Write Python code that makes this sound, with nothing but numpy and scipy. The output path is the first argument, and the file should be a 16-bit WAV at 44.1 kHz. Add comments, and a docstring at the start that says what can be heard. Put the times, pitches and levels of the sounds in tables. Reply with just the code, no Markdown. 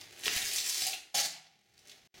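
"""Loose tape rustles and ticks, then painter's tape is peeled off a hardwood floor along a skirting board.
Thousands of tiny glue snaps excite resonances of the taut strip and the wood: a long pull, a pause, a sharp rip.
Larger catches and creases are band-limited noise bursts; knocks on the boards are decaying sines.
The loose tape settles and crinkles, the sound drops out for an instant, and a soft rustle follows.
Diffuse echoes give the small bare room, over a quiet hush and a low rumble."""
import sys
import numpy as np
from scipy import signal
from scipy.fft import rfft, irfft, next_fast_len
from scipy.io import wavfile
from scipy.ndimage import uniform_filter1d, map_coordinates

SR = 44100
rng = np.random.default_rng(int(sys.argv[2]) if len(sys.argv) > 2 else 0)


def digitize_waveform(pressure):
    """Quantize a signal to 16-bit integers and store it at the path in sys.argv[1].

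    Rows of a 2-D input are taken as channels; values are limited to [-1, 1].
    """
    field = np.atleast_2d(pressure).T
    bounded = np.clip(field, -1, 1)
    quanta = np.round(bounded * 32767).astype(np.int16)
    wavfile.write(sys.argv[1], SR, quanta)


N = 97020  # samples, 2.2 s

# Stereo width of hush and echo. Each row: frequency in Hz, gain of side over mid in dB.
SIDE_WIDTH = [(60, -5.5), (150, -5.5), (300, -5.5), (1000, -13), (2500, -15), (5000, -17.5), (8500, -15.5),
              (10500, -46), (15000, -42)]


def amp(db):
    """Level law: decibels to amplitude gain."""
    return 10 ** (np.asarray(db) / 20)


def unit(x):
    """Power normalisation: scale to rms 1."""
    return x / np.sqrt(np.mean(x ** 2) + 1e-20)


def along(points, hz):
    """Logarithmic frequency scale: interpolate (Hz, value) points along it."""
    f, v = np.transpose(points)
    return np.interp(np.log(hz + 1), np.log(f + 1), v)


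def clock():
    """Uniform sampling: the time of every sample in seconds."""
    return np.arange(N) / SR


def level(rows):
    """Amplitude envelope: gain along a (s, dB) curve, practically silent outside it."""
    s, db = np.transpose(rows)
    return amp(np.interp(clock(), s, db, left=-140, right=-140))


def wobble(rate):
    """Slow random modulation: a smooth curve through rate random knots a second."""
    knots = rng.standard_normal(N // 20)
    return map_coordinates(knots, [clock() * rate], mode="wrap")


def filtered(x, response):
    """Linear filtering: multiply the spectrum of x by a response of frequency."""
    padded = next_fast_len(N + SR // 2)
    hz = np.fft.rfftfreq(padded, 1 / SR)
    return irfft(rfft(x, padded) * response(hz), padded)[..., :N]


def coloured(x, spectrum, size=2048):
    """Minimum-phase filtering: fold the cepstrum to make the spectrum causal; result at rms 1."""
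    magnitude = amp(along(spectrum, np.fft.rfftfreq(size, 1 / SR)))
    cepstrum = irfft(np.log(magnitude))
    cepstrum[1:size // 2] *= 2
    cepstrum[size // 2 + 1:] = 0
    impulse_response = irfft(np.exp(rfft(cepstrum)))
    return unit(signal.fftconvolve(x, impulse_response)[:N])


def resonance(f, hz, width):
    """Damped oscillator: response of one mode at hz with half-power bandwidth width."""
    return 1j * f * width / (hz * hz - f * f + 1j * f * width)


def snaps(per_s, scatter_db, clump_db, clump_rate):
    """Stick-slip: tiny impulses at random moments, uneven in size and bunched in strength."""
    hit = rng.random(N) < per_s / SR
    scatter = scatter_db * np.clip(rng.standard_normal(N), -2, 2)
    clumping = clump_db * np.clip(wobble(clump_rate), -2, 2)
    polarity = rng.choice([-1, 1], N)
    return unit(hit * amp(scatter + clumping) * polarity)


def patchy(x, patchy_db, size=256):
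    """Shifting resonances: random gains in time and frequency as strip length and tension change."""
    z = signal.stft(x, nperseg=size)[2]
    field = uniform_filter1d(rng.standard_normal(z.shape), size=4, axis=0)  # smooth over frequency
    field = uniform_filter1d(field, size=9, axis=1)  # smooth over time
    return unit(signal.istft(z * amp(patchy_db * unit(field)), nperseg=size)[1][:N])


def hush():
    """Stationary random noise: the quiet room's steady background."""
    # Background spectrum. Each row: frequency in Hz, relative density in dB per Hz.
    hush_spectrum = [(15, -32), (25, -10.5), (257, -7), (286, -23), (373, -8), (655, -17), (790, 8.5),
                     (978, -44.5), (2070, -5.5), (15000, -36)]
    mid, side = filtered(rng.standard_normal((2, N)), lambda f: amp(along(hush_spectrum, f)))
    side = filtered(side, lambda f: amp(along(SIDE_WIDTH, f)))
    return amp(-78.5) * unit(np.array([mid + side, mid - side]))


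def shifting():
    """Low-passed random noise: the rumble while the person shifts about."""
    # Strength of the rumble. Each row: time in seconds, relative level in dB.
    shift_levels = [(0, -67), (.1, -72), (.2, -71), (.6, -74.5), (.9, -81), (1.05, -91), (1.68, -81),
                    (1.78, -74), (1.95, -77), (2.1, -73), (2.17, -66.5), (2.2, -68)]
    # Rumble spectrum. Each row: frequency in Hz, relative density in dB per Hz.
    rumble_spectrum = [(20, -13.5), (60, -4), (100, 4), (135, 3), (260, -3), (500, -19.5), (1500, -43),
                       (8000, -85)]
    return level(shift_levels) * coloured(rng.standard_normal(N), rumble_spectrum)


def puff():
    """Pressure pulse: one push of air from the flapping strip on the right microphone port."""
    centre_s, width_s, peak_db = 0.366, 0.001, -31.5  # width is the standard deviation
    pulse = np.exp(-((clock() - centre_s) / width_s) ** 2 / 2)
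    return np.outer([0, 1], amp(peak_db) * pulse)


def knocks():
    """Free decay of struck modes: tugs on the tape thump the floorboards."""
    # Blows on the boards. Each row: start in seconds, relative level in dB, frequency in Hz,
    # 60 dB decay time in seconds.
    blows = [(0.2654, -31, 427, 0.041), (.268, -37.5, 1074, 0.034), (.281, -44.5, 70, 0.02),
             (.822, -57, 133.5, 0.22), (1.145, -30, 736, 0.042), (1.143, -43.5, 407, 0.023),
             (1.146, -63, 160.4, .9)]
    attack_s = 0.00033
    out = np.zeros(N)
    for s, db, hz, t60 in blows:
        t = np.maximum(clock() - s, 0)
        attack = 1 - np.exp(-t / attack_s)
        out += amp(db - 60 * t / t60) * np.sin(2 * np.pi * hz * t) * attack
    return out


def handling():
    """Random impulse excitation: loose tape rustles in the hand, flaps and settles on the wood."""
    # Rustle in the hand. Each row: time in seconds, relative level in dB.
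    handling_levels = [(0, -52), (.06, -56), (.12, -54.5), (.22, -49.5), (.3, -48), (1.4, -73), (1.6, -73),
                       (1.71, -69.5), (1.8, -65), (1.86, -61), (1.915, -56.5), (1.95, -62), (2.07, -66.5),
                       (2.135, -50.5), (2.145, -61), (2.2, -53.5)]
    # Freed strip flapping and settling. Each row: time in seconds, relative level in dB.
    settling_levels = [(1.3, -65.5), (1.335, -50.5), (1.355, -58), (1.372, -47), (1.39, -68), (1.435, -68),
                       (1.447, -64), (1.47, -61.5), (1.5, -79), (1.56, -75.5), (1.6, -88)]
    # Spectra of the rustle and the loose strip. Each row: frequency in Hz, relative density in dB per Hz.
    rustle_spectrum = [(60, -21), (200, -10), (380, 3.5), (520, -5.5), (760, 0.5), (980, -11), (1500, -5.5),
                       (2000, -0.5), (4000, -2), (6500, -5.5), (8500, -14), (16000, -18)]
    loose_spectrum = [(100, -27), (550, -12), (760, 4), (1000, -11), (1600, -16), (2050, -1.5), (3300, -2),
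                      (6000, -5), (9000, -26), (16000, -37)]
    crinkle = snaps(per_s=1800, scatter_db=2.5, clump_db=2.0, clump_rate=200)
    rustle = level(handling_levels) * coloured(crinkle, rustle_spectrum)
    return rustle + level(settling_levels) * coloured(crinkle, loose_spectrum)


def cracks(rows, breadth, size=4096):
    """Broad damped resonance: short papery noise bursts, each around its own pitch."""
    out = np.zeros(N + size)
    t = np.arange(size) / SR
    f = np.fft.rfftfreq(size, 1 / SR)
    for s, db, hz, fade in rows:
        noise = rng.choice([-1., 1.], size)
        burst = unit(irfft(rfft(noise) * resonance(f, hz, breadth * hz) ** 2))
        start = max(round(s * SR), 0)
        out[start:][:size] += amp(db - 60 * t / fade) * burst
    return out[:N]


def creases():
    """Buckling: creases of the loose strip pop."""
    # Each row: start in seconds, relative level in dB, centre in Hz, 60 dB fade in seconds.
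    pops = [(.127, -47, 7000, 0.0084), (.194, -43.5, 8740, 0.019), (.21, -43, 8000, 0.012),
            (.236, -28.5, 2950, 0.0071), (1.591, -58, 4500, 0.0064), (1.7405, -53, 4300, 0.0077),
            (1.779, -48, 4300, 0.0091), (1.791, -52, 5000, 0.03), (1.8735, -45.5, 5500, .015),
            (1.883, -46.5, 6000, 0.014), (1.896, -41.5, 4000, 0.038), (1.915, -45.5, 4000, 0.05)]
    return cracks(pops, breadth=0.8)


def catches():
    """Sudden release of strain: patches of glue give way at once."""
    # Each row: start in seconds, relative level in dB, centre in Hz, 60 dB fade in seconds.
    patches = [(.008, -44.5, 5500, .01), (.012, -38.5, 5600, 0.025), (.013, -45, 2480, .05),
               (.257, -26, 3300, 0.073), (.2665, -31.5, 5500, 0.09), (.2803, -20.5, 2300, 0.014),
               (.345, -32, 3000, 0.01), (.3625, -24, 2500, 0.0086), (.364, -27.5, 9500, 0.016),
               (.371, -28.5, 2970, 0.037), (.418, -30.5, 3500, 0.043), (.48, -45.5, 4000, 0.016),
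               (.533, -32.5, 9000, 0.087), (.56, -27.5, 6500, 0.12), (.583, -25.5, 3950, 0.047),
               (.696, -27, 6900, 0.044), (.7795, -30, 6000, 0.0081), (.8203, -20, 4500, 0.013),
               (.828, -28, 5500, 0.014), (.8675, -23, 9000, 0.022), (.872, -40, 10500, 0.021),
               (.9315, -29.5, 2950, 0.059)]
    return cracks(patches, breadth=0.7)


def board(x):
    """Modal superposition: resonances of the wood under the tape, shaken by the snaps."""
    # Modes of the wood. Each row: frequency in Hz, bandwidth in Hz, relative level in dB.
    modes = [(747.3, 49, 2.5), (807, 58, -5), (1113, 71, -9.5), (1443, 90, -10.5)]
    return unit(filtered(x, lambda f: sum(amp(db) * resonance(f, hz, w) for hz, w, db in modes)))


def last_rip():
    """Forced vibration by stick-slip: a jerk frees the end of the strip and rattles the wood."""
    # Strength of the rip. Each row: time in seconds, relative level in dB.
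    rip_levels = [(1.142, -41.5), (1.146, -27.5), (1.18, -28), (1.212, -28), (1.224, -35), (1.262, -31.5),
                  (1.285, -62), (1.33, -56)]
    # Spectrum of the rip. Each row: frequency in Hz, relative density in dB per Hz.
    rip_spectrum = [(60, -28), (250, -16), (550, -22.5), (1000, -22), (1450, -4), (1900, -2.5), (3000, -3),
                    (4000, 3.5), (6500, 2.5), (8500, -5.5), (11000, -7), (16000, -13.5)]
    glue = snaps(per_s=7000, scatter_db=3.5, clump_db=2.0, clump_rate=600)
    glue = patchy(glue, patchy_db=2)
    wood = amp(-14) * board(glue)
    return level(rip_levels) * (coloured(glue, rip_spectrum) + wood)


def long_pull():
    """Stick-slip on a lengthening strip: the glue tears along the floor and the sound thins."""
    # Strength of the pull. Each row: time in seconds, relative level in dB.
    pull_levels = [(.12, -65), (.228, -51.5), (.24, -37.5), (.266, -32.5), (.295, -40.5), (.335, -33),
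                   (.37, -33.5), (.425, -36), (.47, -32.5), (.49, -35.5), (.58, -33.5), (.625, -39),
                   (.68, -32.5), (.75, -33.5), (.825, -31.5), (.855, -35), (.885, -32), (.905, -42.5),
                   (.942, -38.5), (.955, -49)]
    # How strongly the pull shakes the wood. Each row: time in seconds, level in dB relative to the strip.
    board_levels = [(.25, -25.5), (.5, -21.5), (.62, -27), (.76, -29.5), (.84, -21.5), (.91, -12),
                    (.95, -12)]
    # Spectra of the short and long free strip. Each row: frequency in Hz, relative density in dB per Hz.
    short_spectrum = [(60, -10.5), (200, -13), (400, -15.5), (560, -14.5), (1000, -16), (1450, -9.5),
                      (1800, 3.5), (3300, -2), (6500, 1.5), (8500, -5), (11000, -6.5), (16000, -12.5)]
    long_spectrum = [(60, -41.5), (200, -29.5), (400, -12), (520, -27.5), (1000, -15.5), (1500, -12.5),
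                     (1850, -3.5), (3200, -1.5), (5200, 3), (6800, 0.5), (8500, -4.5), (11000, -7.5),
                     (16000, -12.5)]
    glue = snaps(per_s=5000, scatter_db=4.0, clump_db=1.4, clump_rate=290)
    glue = patchy(glue, patchy_db=2.2)
    grown = np.interp(clock(), [0.46, 0.47], [0, 1])  # short to long, in seconds
    strip = (1 - grown) * coloured(glue, short_spectrum) + grown * coloured(glue, long_spectrum)
    shaking = amp(np.interp(clock(), *np.transpose(board_levels)))
    return level(pull_levels) * (strip + shaking * board(glue))


def echo(x):
    """Diffuse reverberation: one decaying-noise answer of the room, as mid and side."""
    # Reverberation of the room. Each row: frequency in Hz, 60 dB decay time in seconds.
    decay_times = [(150, 0.64), (530, 0.31), (1400, 0.52), (3700, 0.39), (9700, 0.36), (16000, 0.24)]
    wall_delay_s = 0.0025
    hz, t, z = signal.stft(rng.standard_normal((2, SR)), SR, nperseg=256)
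    decay = amp(-60 * t / along(decay_times, hz)[:, None])
    tail = signal.istft(z * decay, SR, nperseg=256)[1]
    tail = tail * (np.arange(tail.shape[1]) / SR > wall_delay_s)
    return signal.fftconvolve(x[None], tail / np.linalg.norm(tail[0]), axes=1)[:, :N]


def room(x, count=10, size=1024):
    """Superposed paths: direct sound, near reflections and diffuse echoes redrawn in equal spans of time."""
    near_fade_s, near_db, wet_db = 0.0099, -1, -4
    span = np.arange(N) * count // N  # each span has its own random echo
    mid, side = amp(wet_db) * sum(echo(x * (span == k)) for k in range(count))
    # floor and skirting reflect unequally to the two ports
    near = rng.standard_normal(size) * amp(-60 * np.arange(size) / SR / near_fade_s)
    side = side + amp(near_db) * signal.fftconvolve(x, near / np.linalg.norm(near))[:N]
    side = filtered(side, lambda f: amp(along(SIDE_WIDTH, f)))
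    return np.array([x + mid + side, x + mid - side])


def scene():
    """Linear superposition: tape and wood in the room, with the puff and the hush added."""
    tape = handling() + creases() + catches() + last_rip() + long_pull()
    return room(amp(-2.5) * (tape + shifting() + knocks())) + puff() + hush()


def record(dry):
    """Gating and band limiting: a brief dropout near the end, and nothing kept above the band limit."""
    dropout_start_s, dropout_end_s, top_hz = 2.0745, 2.1415, 15950
    muted = (clock() > dropout_start_s) & (clock() < dropout_end_s)
    gain = uniform_filter1d(np.where(muted, amp(-35), 1.), size=64)  # softened edges
    return filtered(dry * gain, lambda f: f < top_hz)


dry = scene()
out = record(dry)
digitize_waveform(out)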